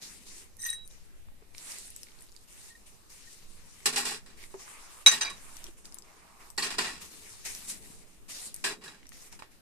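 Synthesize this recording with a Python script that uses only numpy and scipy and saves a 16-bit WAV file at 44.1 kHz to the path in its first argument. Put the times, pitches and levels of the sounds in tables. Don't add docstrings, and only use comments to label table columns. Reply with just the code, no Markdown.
import sys
import numpy as np
from scipy import signal
from scipy.io import wavfile

SR = 44100
rng = np.random.default_rng(int(sys.argv[2]) if len(sys.argv) > 2 else 0)


def how_loud(loudness_db):
    steps = np.asarray(loudness_db, float) / 20
    return 10 ** steps


def store_wav(level_fs):
    pcm = np.round(np.clip(np.atleast_2d(level_fs), -1, 1) * 32767)
    wavfile.write(sys.argv[1], SR, pcm.T.astype(np.int16))


N = 423779


def rms_one(x):
    return x / np.sqrt(np.mean(x ** 2) + 1e-20)


def at_hz(points, hz):
    points_hz, values = np.transpose(points)
    return np.interp(np.log(hz), np.log(points_hz), values)


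def curve(rows):
    s, *columns = np.transpose(rows)
    return [np.interp(np.arange(N) / SR, s, column) for column in columns]


def panned(pan_db):
    return how_loud(np.array([pan_db / 2, -pan_db / 2]))


def add(out, s, piece):
    at = round(s * SR)
    out[:, at:at + piece.shape[1]] += piece[:, :N - at]


def drift(rate_hz):
    r = np.exp(-80 * np.pi * rate_hz / SR)
    slow = signal.lfilter([1], [1, -2 * r, r * r], rng.standard_normal(N // 40 + 2002))
    slow = rms_one(slow[2000:])
    return np.interp(np.arange(N) / 40, np.arange(len(slow)), slow)


def grains(per_s, spread_db, smooth_share):
    happens = rng.random(N) < per_s / SR
    sizes = how_loud(spread_db * np.minimum(rng.exponential(1, N), 4)) * happens
    contacts = rms_one(signal.lfilter([1], [1, -.97], sizes + 1e-18))
    return rms_one(smooth_share + contacts)


def resonator(hz, t60):
    r = how_loud(-60 / (t60 * SR))
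    return [1, -2 * r * np.cos(2 * np.pi * hz / SR), r * r], r


# frequency in Hz, left-right likeness (0 to 1).
STEREO_LIKENESS = [(40, 0.23), (180, .8), (540, 0.54), (1600, 0.075), (4800, 0), (14000, 0)]
EDGES_HZ = 7 * 2 ** np.arange(0, 11.6, .5)


def bands(spectrum, pattern, alike_share):
    white = rng.standard_normal((2, 2, N)) * pattern
    hz = np.sqrt(EDGES_HZ[1:] * EDGES_HZ[:-1])
    gains = how_loud(at_hz(spectrum, hz))
    gains /= np.sqrt(np.sum(gains ** 2 * np.diff(EDGES_HZ)) * 2 / SR)
    for k, centre in enumerate(hz):
        band_pass = signal.butter(2, EDGES_HZ[k:k + 2], "band", fs=SR, output="sos")
        mid, side = signal.sosfilt(band_pass, white[k % 2])
        alike = np.clip(alike_share * at_hz(STEREO_LIKENESS, centre), 0, 1)
        common, apart = np.sqrt((1 + alike) / 2) * mid, np.sqrt((1 - alike) / 2) * side
        yield centre, gains[k] * (common + apart * [[1], [-1]])


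# frequency in Hz, relative density in dB per Hz.
AIR_SPECTRUM = [(8, 8.5), (14, 0), (24, -14), (40, -11), (100, -18.5), (207, -29), (247, -35), (339, -22),
                (439, -32), (760, -30.5), (1070, -33), (1860, -35), (9920, -37.5), (13600, -41),
                (14900, -56)]


def air():
    gust_db = 2.5 * drift(2.3)
    out = 0
    for hz, band in bands(AIR_SPECTRUM, 1, alike_share=0.28):
        patch_db = 1.9 * drift(2.4)
        out = out + band * how_loud(patch_db + gust_db / (1 + (hz / 110) ** 4))
    return how_loud(-54) * out


# frequency in Hz, relative density in dB per Hz.
RUSTLE_SPECTRUM = [(71, -39), (120, -17), (203, -3), (322, -10), (473, 0), (590, -19), (866, -2.5),
                   (1430, -10.5), (2190, -1.5), (3280, -6), (9350, -0.5), (14000, -17.5), (14900, -27.5)]
# start in seconds, length in seconds,
# level at start in dB, level at end in dB, hollow body near 1 kHz in dB.
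MOVEMENTS = [(0.0, 0.3, -44.5, -60.5, -3.5), (0.245, 0.18, -51.5, -51.5, -2), (0.883, 0.18, -55, -66.5, -3),
             (2.46, 0.23, -57.5, -52.5, -2), (2.738, 0.11, -57, -66, -7), (2.847, 0.23, -53, -69, -16),
             (3.08, 0.26, -53.5, -53, -3.5), (3.342, 0.64, -59, -54, 1), (4.196, 0.16, -64, -74, 4),
             (4.353, 0.084, -59, -51, 1.5), (4.486, 0.11, -59.5, -61, 5), (4.575, .44, -54, -54.5, 10.5),
             (5.308, 0.37, -54, -52.5, 6.5), (5.76, 0.049, -49, -64.5, 8), (5.832, .02, -54, -53, 7),
             (5.898, 0.093, -59, -66.5, 14), (6.02, 0.44, -63, -66.5, 16.5), (6.382, .11, -60, -61, 14.5),
             (6.997, 0.099, -41, -52.5, -2.5), (7.092, 0.46, -49, -53.5, -1.5),
             (7.436, 0.12, -31.5, -47, -3.5), (7.535, 0.23, -42, -53, -2.5), (7.657, 0.045, -52, -37.5, -5),
             (7.801, 0.22, -51.5, -58, -0.5), (8.05, 0.34, -58, -74.5, 0), (8.274, .2, -41, -44.5, -4),
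             (8.534, 0.09, -53, -57, -5), (9.104, 0.17, -54.5, -53, -0.5), (9.308, .03, -39.5, -54.5, 8.5),
             (9.495, 0.1, -57, -74, 2)]
# time in seconds, level in dB, hollow body near 1 kHz in dB.
POURED_WATER = [(1.53, -73, -8), (1.545, -57, -17), (1.58, -53, 0), (1.71, -43.5, 3), (1.87, -49.5, -10),
                (1.95, -55, -17), (2.04, -56, -32), (2.15, -61.5, 6), (2.23, -56.5, -1), (2.33, -67.5, -24),
                (2.43, -61, -26), (2.47, -71, -8)]
# time in seconds, level in dB.
RUMBLE = [(0.0, -64.5), (0.64, -72.5), (2.83, -72), (3.9, -68.5), (4.04, -64), (4.14, -74), (4.3, -64.5),
          (5.05, -76.5), (5.24, -66), (5.43, -67.5), (6.6, -71), (6.76, -53), (7.14, -64), (7.4, -71.5),
          (7.73, -62.5), (8.13, -66), (8.66, -64.5), (8.82, -59), (8.95, -66), (9.6, -67.5)]
# time in seconds, left over right in dB.
RUSTLE_PLACE = [(0.0, -2), (0.13, 4), (0.8, -2.5), (0.91, 3), (1.66, -1.5), (3.74, 4), (3.93, 0.5),
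                (5.67, 0), (6.92, -2.5), (7.0, 2.5), (9.47, 0), (9.6, 4)]
POUR_START_S, POUR_END_S = POURED_WATER[0][0], POURED_WATER[-1][0]


def rustle():
    rise_s, fade_db_per_s, thud_db = 0.023, 219, -12.5
    t = np.arange(N) / SR
    pour_db, pour_body_db = curve(POURED_WATER)
    (rumble_db,), (pan_db,) = curve(RUMBLE), curve(RUSTLE_PLACE)
    power = how_loud(2 * pour_db) * ((t > POUR_START_S) & (t < POUR_END_S)) + 1e-12
    body_db = power * pour_body_db
    for s, length_s, start_db, end_db, hollow_db in MOVEMENTS:
        span = slice(max(round(s * SR), 0), round((s + 1) * SR))
        age = t[span] - s
        level_db = np.interp(age, [0, length_s], [start_db, end_db])
        level_db -= fade_db_per_s * np.maximum(age - length_s, 0)
        move = (how_loud(level_db) * np.clip(age / rise_s, 0, 1) ** 2) ** 2
        power[span] += move
        body_db[span] += move * hollow_db
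    body_db = body_db / power

    out, low, together = 0, 0, drift(25.0)
    pattern = grains(per_s=540.0, spread_db=2.2, smooth_share=6.6)
    for hz, band in bands(RUSTLE_SPECTRUM, pattern, alike_share=0.99):
        body_share = np.exp(-(np.log2(hz / 900) / 1.2) ** 2)
        thud_share = 1 / (1 + (hz / 450) ** 4)
        band = band * how_loud(0.46 * together + 2.4 * drift(6.9))
        out = out + band * how_loud(body_db * body_share + thud_db * thud_share)
        low = low + band * thud_share
    return out * np.sqrt(power) * panned(pan_db) + rms_one(low) * how_loud(rumble_db)


def rock(x):
    t60 = 0.1
    t = np.arange(SR // 8) / SR
    tail = rng.standard_normal((2, len(t))) * how_loud(-60 * t / t60) * (1 - np.exp(-t / 0.001))
    tail /= np.sqrt(np.sum(tail ** 2) / 2)
    return how_loud(-7.5) * signal.oaconvolve(x, tail, axes=1)[:, :N]


def struck(rows, crack_db, rise_s):
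    out, t = np.zeros((2, N)), np.arange(SR // 8) / SR
    noises = rng.standard_normal((len(rows), 2, len(t)))
    for (s, level_db, hz, t60, pan_db), noise in zip(rows, noises):
        late_s = np.maximum(4e-5 * pan_db * np.array([[-1], [1]]), 0)
        ear_t = np.maximum(t - late_s, 0)
        ring = np.sin(2 * np.pi * hz * ear_t) * how_loud(-60 * ear_t / t60) * (1 - np.exp(-ear_t / rise_s))
        burst = noise * how_loud(-60 * ear_t / (0.64 * t60)) * (ear_t > 0)
        edges = [0.6 * hz, min(2.07 * hz, .45 * SR)]
        band_pass = signal.butter(2, edges, "band", fs=SR, output="sos")
        crack = signal.sosfilt(band_pass, burst) * np.sqrt(SR / 2 / np.diff(edges))
        add(out, s, how_loud(level_db) * panned(pan_db)[:, None] * (ring + how_loud(crack_db) * crack))
    return out


def spray(count=30):
    when, size, pitch, side = rng.random((count, 4)).T
    s = POUR_START_S + (POUR_END_S - POUR_START_S) * when
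    level_db = -53 - 2.0 * np.log(size + .02)
    return np.transpose([s, level_db, 1500 * 6 ** pitch, 16 * (side - .5)])


# start in seconds, level in dB, pitch in Hz, left over right in dB.
SHORT_TICKS = [(0.5684, -43, 10100, -8), (.621, -31, 5540, 1.5), (.665, -33, 7660, 2), (.7, -33, 5500, 0),
               (0.8764, -37, 9940, 8.5), (0.9108, -47, 3930, 1.5), (1.286, -50, 1140, -2),
               (1.4253, -51, 1130, 10), (1.5486, -37.5, 2320, -2), (1.5813, -31, 5550, -0.5),
               (1.7194, -30, 5400, -1.5), (1.7853, -31.5, 7800, -6.5), (1.877, -39, 9400, .5),
               (1.9036, -34, 9660, 3), (1.9629, -30, 7900, 5.5), (2.015, -48, 9600, 11),
               (2.0321, -32, 5330, 8), (2.0694, -45, 2240, -1.5), (2.0857, -45, 2200, 9),
               (2.2076, -42, 8000, 2.5), (2.2225, -39, 9600, 5.5), (2.319, -46, 6750, 0.5),
               (2.364, -39.5, 4700, -11), (3.804, -43.5, 2100, -1), (4.285, -60, 1990, -14),
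               (4.3036, -45, 1670, -1), (4.4392, -37, 2120, -10), (4.541, -40, 912, -13.5),
               (4.679, -39, 1190, -10), (5.5682, -37, 6000, 10.5), (5.5907, -41, 8470, 7),
               (5.6417, -30.5, 5720, 5.5), (5.667, -37, 3300, 6), (5.855, -36.5, 4750, -3),
               (5.9234, -41, 5100, 3), (5.944, -30, 9800, 8), (5.9704, -43.5, 1010, -8.5),
               (5.9858, -31.5, 7570, 9.5), (6.0222, -41.5, 5040, 3), (6.5024, -34, 8100, 7.5),
               (6.5665, -46.5, 7980, -1), (7.4515, -33, 8200, 6), (7.55, -30, 5860, 3.5),
               (8.543, -23, 9300, 1.5), (8.5629, -32, 7840, 1), (9.0306, -47, 2110, -1),
               (9.056, -43.5, 1950, -4), (9.0685, -39.5, 5900, 2), (9.0917, -40.5, 8800, 13),
               (9.1196, -39.5, 1830, 3), (9.327, -34.5, 5400, -1.5), (9.332, -46.5, 880, -1),
               (9.3926, -44, 964, -1), (9.4, -39, 934, -4.5), (9.4226, -33, 995, -7),
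               (9.434, -45, 1150, -5)]


def ticks():
    t60 = 0.0083
    rows = [(s, level_db, hz, t60, pan_db) for s, level_db, hz, pan_db in [*SHORT_TICKS, *spray()]]
    return struck(rows, crack_db=-3.0, rise_s=1e-4)


# start in seconds, level in dB, pitch in Hz,
# t60 in seconds, left over right in dB.
CAN_KNOCKS = [(1.42, -49, 440, 0.049, -2), (4.541, -36, 384, 0.11, 4.5), (5.683, -44, 336, 0.095, 1.5),
              (7.9, -43.5, 178, 0.041, 4)]


def knocks():
    return struck(CAN_KNOCKS, crack_db=-7.0, rise_s=0.0021)


def rung(blows, modes, chance_db, damped_db):
    out, t = np.zeros((2, N)), np.arange(int(.4 * SR)) / SR
    lucks = rng.normal(0, 1, (len(blows), len(modes)))
    for (s, blow_db, centre_hz, octaves, free_s), luck in zip(blows, lucks):
        held = how_loud(np.maximum(-1300 * np.maximum(t - free_s, 0), damped_db - 150 * t))
        for (hz, mode_db, t60, pan_db, lag_us), chance in zip(modes, luck):
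            favour_db = -6 * (np.log2(hz / centre_hz) / max(octaves, .02)) ** 2
            if favour_db > -30:
                size = how_loud(blow_db + mode_db + favour_db + chance_db * chance) * panned(pan_db)[:, None]
                rise = 1 - np.exp(-t * hz / 3)
                ear_t = t - [[lag_us / 10 ** 6], [0]]
                add(out, s, size * held * rise * how_loud(-60 * t / t60) * np.sin(2 * np.pi * hz * ear_t))
    return out


SAUCER_PITCHES_HZ = [1860, 3866, 6021, 6107, 8485, 8730, 11240, 12300]
# level in dB, t60 in seconds when ringing free,
# left over right in dB, lag of the left ear in microseconds.
SAUCER_MODES = [(-2, 0.71, -2.5, -45.5), (-9, 0.68, -1.5, 15), (-11.5, 0.61, -4.5, -12.5),
                (-4, 0.29, 0.5, -43), (-3.5, .15, 4, 30.5), (-1, 0.22, 17, 55), (-20.5, .08, 1, 22.5),
                (-7.5, 0.1, 4, -25)]
# start in seconds, level in dB, favoured pitch in Hz,
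# spread in octaves, free ring in seconds before it is damped.
SAUCER_BLOWS = [(.65, -25, 6000, 0.27, 0.0052), (.666, -40, 1900, 0.65, 0.032), (.70, -57, 1860, .2, 0.12),
                (.672, -40, 3870, .2, .03), (.688, -24.5, 3870, 0.25, 0.16), (.728, -43, 8150, 0.19, 0.043),
                (.85, -57, 8000, 0.69, .02), (2.70, -53.5, 1870, .4, 0.029),
                (2.75, -50, 1880, 0.97, 0.0076), (3.27, -53, 1870, .4, .015), (5.062, 3, 3860, 0.44, 0.016),
                (5.063, -17.5, 11600, 0.35, .015), (5.074, -9, 6180, 0.032, 0.026),
                (5.112, -17.5, 4000, 0.63, 0.004), (5.123, -14.5, 3180, 0.48, 0.021),
                (5.211, -21, 4300, 0.57, 0.027), (5.25, -17.5, 4540, 0.22, .037),
                (5.29, -33, 3830, .37, 0.054), (6.651, -37, 5850, .33, .027), (6.86, -44, 6000, .3, 0.033),
                (8.69, -48, 3870, .3, 0.13), (8.878, -38, 3870, .3, 0.012)]
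# time in seconds, relative level in dB.
SAUCER_SLIDE = [(0.585, -57), (0.595, -46), (0.665, -35.5), (0.723, -53), (0.729, -36.5), (0.78, -84)]


def saucer():
    modes = [(hz, *rest) for hz, rest in zip(SAUCER_PITCHES_HZ, SAUCER_MODES)]
    s, stroke_db = np.transpose(SAUCER_SLIDE)
    stroke = how_loud(np.interp(np.arange(SR) / SR, s, stroke_db, left=-200, right=-200))
    slide = np.zeros((2, SR))
    for hz, mode_db, t60, *sides in modes:
        slips = rng.standard_normal((2, SR)) * how_loud(4.7 * rng.exponential(1, SR))
        slips *= rng.random(SR) < 1500.0 / SR
        poles, r = resonator(hz, 0.079 * t60)
        ring = signal.lfilter([1, 0, -1], poles, slips * stroke + 1e-18)
        slide += ring * how_loud(mode_db - 19.0 + 5.3 * np.log2(hz / 6000))
    out = rung(SAUCER_BLOWS, modes, chance_db=1, damped_db=-28.0)
    add(out, 0, slide)
    return out


def sheet(x, t60, ring_share):
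    t = np.arange(SR // 8) / SR
    mid, side = rng.standard_normal((2, len(t))) * how_loud(-60 * t / t60)
    high_pass = signal.butter(2, 1200, "high", fs=SR, output="sos")
    modes = signal.sosfilt(high_pass, mid + 0.23 * side * [[1], [-1]])
    modes /= np.sqrt(np.sum(modes ** 2) / 2)
    ring = signal.oaconvolve(x, modes, axes=1)[:, :N]
    return np.sqrt(1 - ring_share) * x + np.sqrt(ring_share) * ring


# start in seconds, time held in seconds.
HAND_STOPS = [(4.166, 0.095), (5.185, 0.023), (6.755, 0.016), (8.735, 0.076)]


def stilled():
    t, gain_db = np.arange(N) / SR, np.zeros(N)
    for s, held_s in HAND_STOPS:
        gain_db -= 300 * (t - s) * ((t > s) & (t < s + held_s))
    return how_loud(gain_db)


# frequency in Hz, relative density in dB per Hz.
TRAY_SPECTRUM = [(59, -47.5), (100, -21.5), (241, -13), (424, -6), (556, -14.5), (811, -1), (900, -4),
                 (1830, 0), (3360, -1.5), (4700, -1.5), (9580, -7), (13700, -22.5), (14900, -42)]
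# start in seconds, level in dB,
# hardness in dB per octave, t60 at 2 kHz in seconds, low flexing in dB.
TRAY_BLOWS = [(0.6486, -37.5, 1.5, 0.41, -18), (3.8569, -15, 3.5, 0.18, 9), (3.9258, -30.5, 3, 0.32, 19),
              (3.9595, -19.5, 1.5, 0.31, 5.5), (3.975, -26.5, 6, 0.24, 7), (4.0516, -26, 3, 0.59, 12.5),
              (4.1109, -35, 3, 0.2, 20.5), (5.0612, -7.5, 0, 0.19, -16.5), (5.114, -22, 2.5, 0.38, 9.5),
              (5.2092, -18.5, -2.5, 0.18, -20), (5.2476, -27.5, -3.5, 0.3, -17),
              (5.299, -33.5, 1.5, 0.11, 4), (6.5772, -25, 2, 0.36, 10.5), (6.6252, -24, 2, 0.26, 11),
              (6.6446, -26.5, -1.5, 0.42, -18), (6.704, -29.5, 1, 0.37, 6), (6.7823, -19.5, 0, 0.25, 7.5),
              (6.808, -24.5, -0.5, 0.37, -26), (6.844, -25.5, -2, 0.31, -4), (6.868, -32.5, 1, 0.59, -20),
              (7.0194, -45, 5, 0.051, 16), (8.64, -20.5, 1.5, 0.35, 6.5), (8.6883, -42, -4.5, 0.18, 12),
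              (8.817, -45.5, -2.5, 0.53, -1.5), (8.837, -41.5, 3, 0.51, 20), (8.879, -37.5, -4, 0.17, -11),
              (8.9446, -45, -2.5, 0.1, -5), (9.3904, -44, 2.5, 0.12, 6.5), (9.421, -45.5, -2, 0.23, -4)]


def chatter():
    out, t = 0, np.arange(SR // 2) / SR
    pattern = grains(per_s=550.0, spread_db=1.9, smooth_share=3.6)
    for hz, band in bands(TRAY_SPECTRUM, pattern, alike_share=1.5):
        power = np.zeros((2, N))
        slow = (hz / 2000) ** -.15
        low_share = 1 / (1 + (hz / 600) ** 2)
        for s, blow_db, hardness, t60, flex_db in TRAY_BLOWS:
            rise = (1 - np.exp(-t / (0.00059 * slow ** 3))) ** 2
            shape = np.exp(-2 * np.log(1000) * t / (t60 * slow)) * rise
            level_db = blow_db - 7.5 + hardness * np.log2(hz / 2500) + flex_db * low_share
            add(power, s, shape * how_loud(level_db) ** 2 * np.ones((2, 1)))
        out = out + band * np.sqrt(power)
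    return sheet(out * stilled(), t60=.05, ring_share=.35)


# frequency in Hz, level in dB, t60 in seconds when ringing free.
TRAY_MODES = [(161.8, -1.5, .3), (245, -3.5, 0.32), (290, -19, 0.22), (392, 0, 0.14), (433.7, 0.5, 0.18),
              (645, -8, 0.14), (815, 1, 0.11), (1015, -7.5, .15), (1104, -10, .12), (1580, -5.5, 0.11),
              (1670, 2, 0.12), (1773, 1, .2), (1900, 0, 0.12), (1990, -14, 0.15), (2230, -8.5, .12),
              (2372, -5, 0.15), (2680, -6, 0.046), (3410, -5.5, 0.28), (4026, 4, 0.05), (4390, -5.5, 0.13),
              (4770, -4, .1), (4815, -14, 0.32), (4870, -4, 0.074), (5500, -6.5, 0.18), (7900, -4, 0.045),
              (8020, -5.5, 0.098), (8044, 0, 0.098), (8660, 1, 0.039)]
# start in seconds, level in dB, pitch in Hz, free ring in seconds.
CLEAR_RINGS = [(3.859, -26, 7550, .033), (3.86, -30.5, 810, 0.062), (3.958, -40, 245, .15),
               (3.975, -31, 815, .05), (4.11, -34.5, 790, 0.01), (4.112, -40, 424, 0.046),
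               (5.063, -10, 2230, 0.004), (5.099, -48, 425, .17), (5.212, -22, 4815, .006),
               (5.249, -28, 4815, 0.067), (5.255, -27, 2372, 0.016), (5.272, -27.5, 2372, .018),
               (5.307, -30, 1104, 0.013), (6.579, -31.5, 826, 0.015), (6.581, -22, 4390, 0.0062),
               (6.583, -32, 1900, 0.021), (6.622, -23, 4420, 0.022), (6.784, -18, 957, 0.022),
               (6.785, -21, 4580, 0.034), (6.79, -45, 1900, .06), (6.875, -35, 1900, 0.056),
               (8.642, -34, 1600, 0.032), (8.665, -32, 1600, 0.044), (8.65, -43, 860, .025),
               (8.675, -40, 390, .04), (8.705, -47.5, 428, .14), (8.785, -53, 420, .05),
               (8.84, -48, 200, .08), (8.936, -51, 1580, 0.048), (8.859, -43.5, 1580, .08)]


def tray():
    noise, colour = chatter(), 0
    for hz, mode_db, t60 in TRAY_MODES:
        poles, r = resonator(hz, 0.19 * t60)
        zeros = np.array([1, 0, -1]) * (1 - r * r) / 2
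        colour = colour + how_loud(mode_db - 2.0) * signal.lfilter(zeros, poles, noise + 1e-18)
    rings = [(s, blow_db - 20.5, 2502.5, 1.5, -0.36) for s, blow_db, *rest in TRAY_BLOWS]
    rings += [(s, blow_db + flex_db - 30.5, 293, 1, 3.6) for s, blow_db, *rest, flex_db in TRAY_BLOWS]
    rings += [(s, ring_db, hz, 0.089, free_s) for s, ring_db, hz, free_s in CLEAR_RINGS]
    modes = [(*mode, -1.5, 30.0) for mode in TRAY_MODES]
    return noise + colour + rung(rings, modes, chance_db=1.5, damped_db=-13.0)


def scene():
    sharp = saucer() + ticks() + knocks()
    return sharp + rock(sharp) + tray() + rustle() + air()


def band_limit(x):
    return signal.sosfilt(signal.butter(12, 15010, fs=SR, output="sos"), x)


def record(dry):
    dip_hz, dip_width_hz, dip_share = 3300, 460, 0.3
    peak = signal.iirpeak(dip_hz, dip_hz / dip_width_hz, fs=SR)
    dipped = dry - dip_share * signal.lfilter(*peak, dry)
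    rounded = np.tanh(dipped)
    low_pass = signal.cheby2(10, 40, 14200 * 1.05, fs=SR, output="sos")
    return band_limit(signal.sosfilt(low_pass, rounded))


dry = scene()
out = record(dry)
store_wav(out)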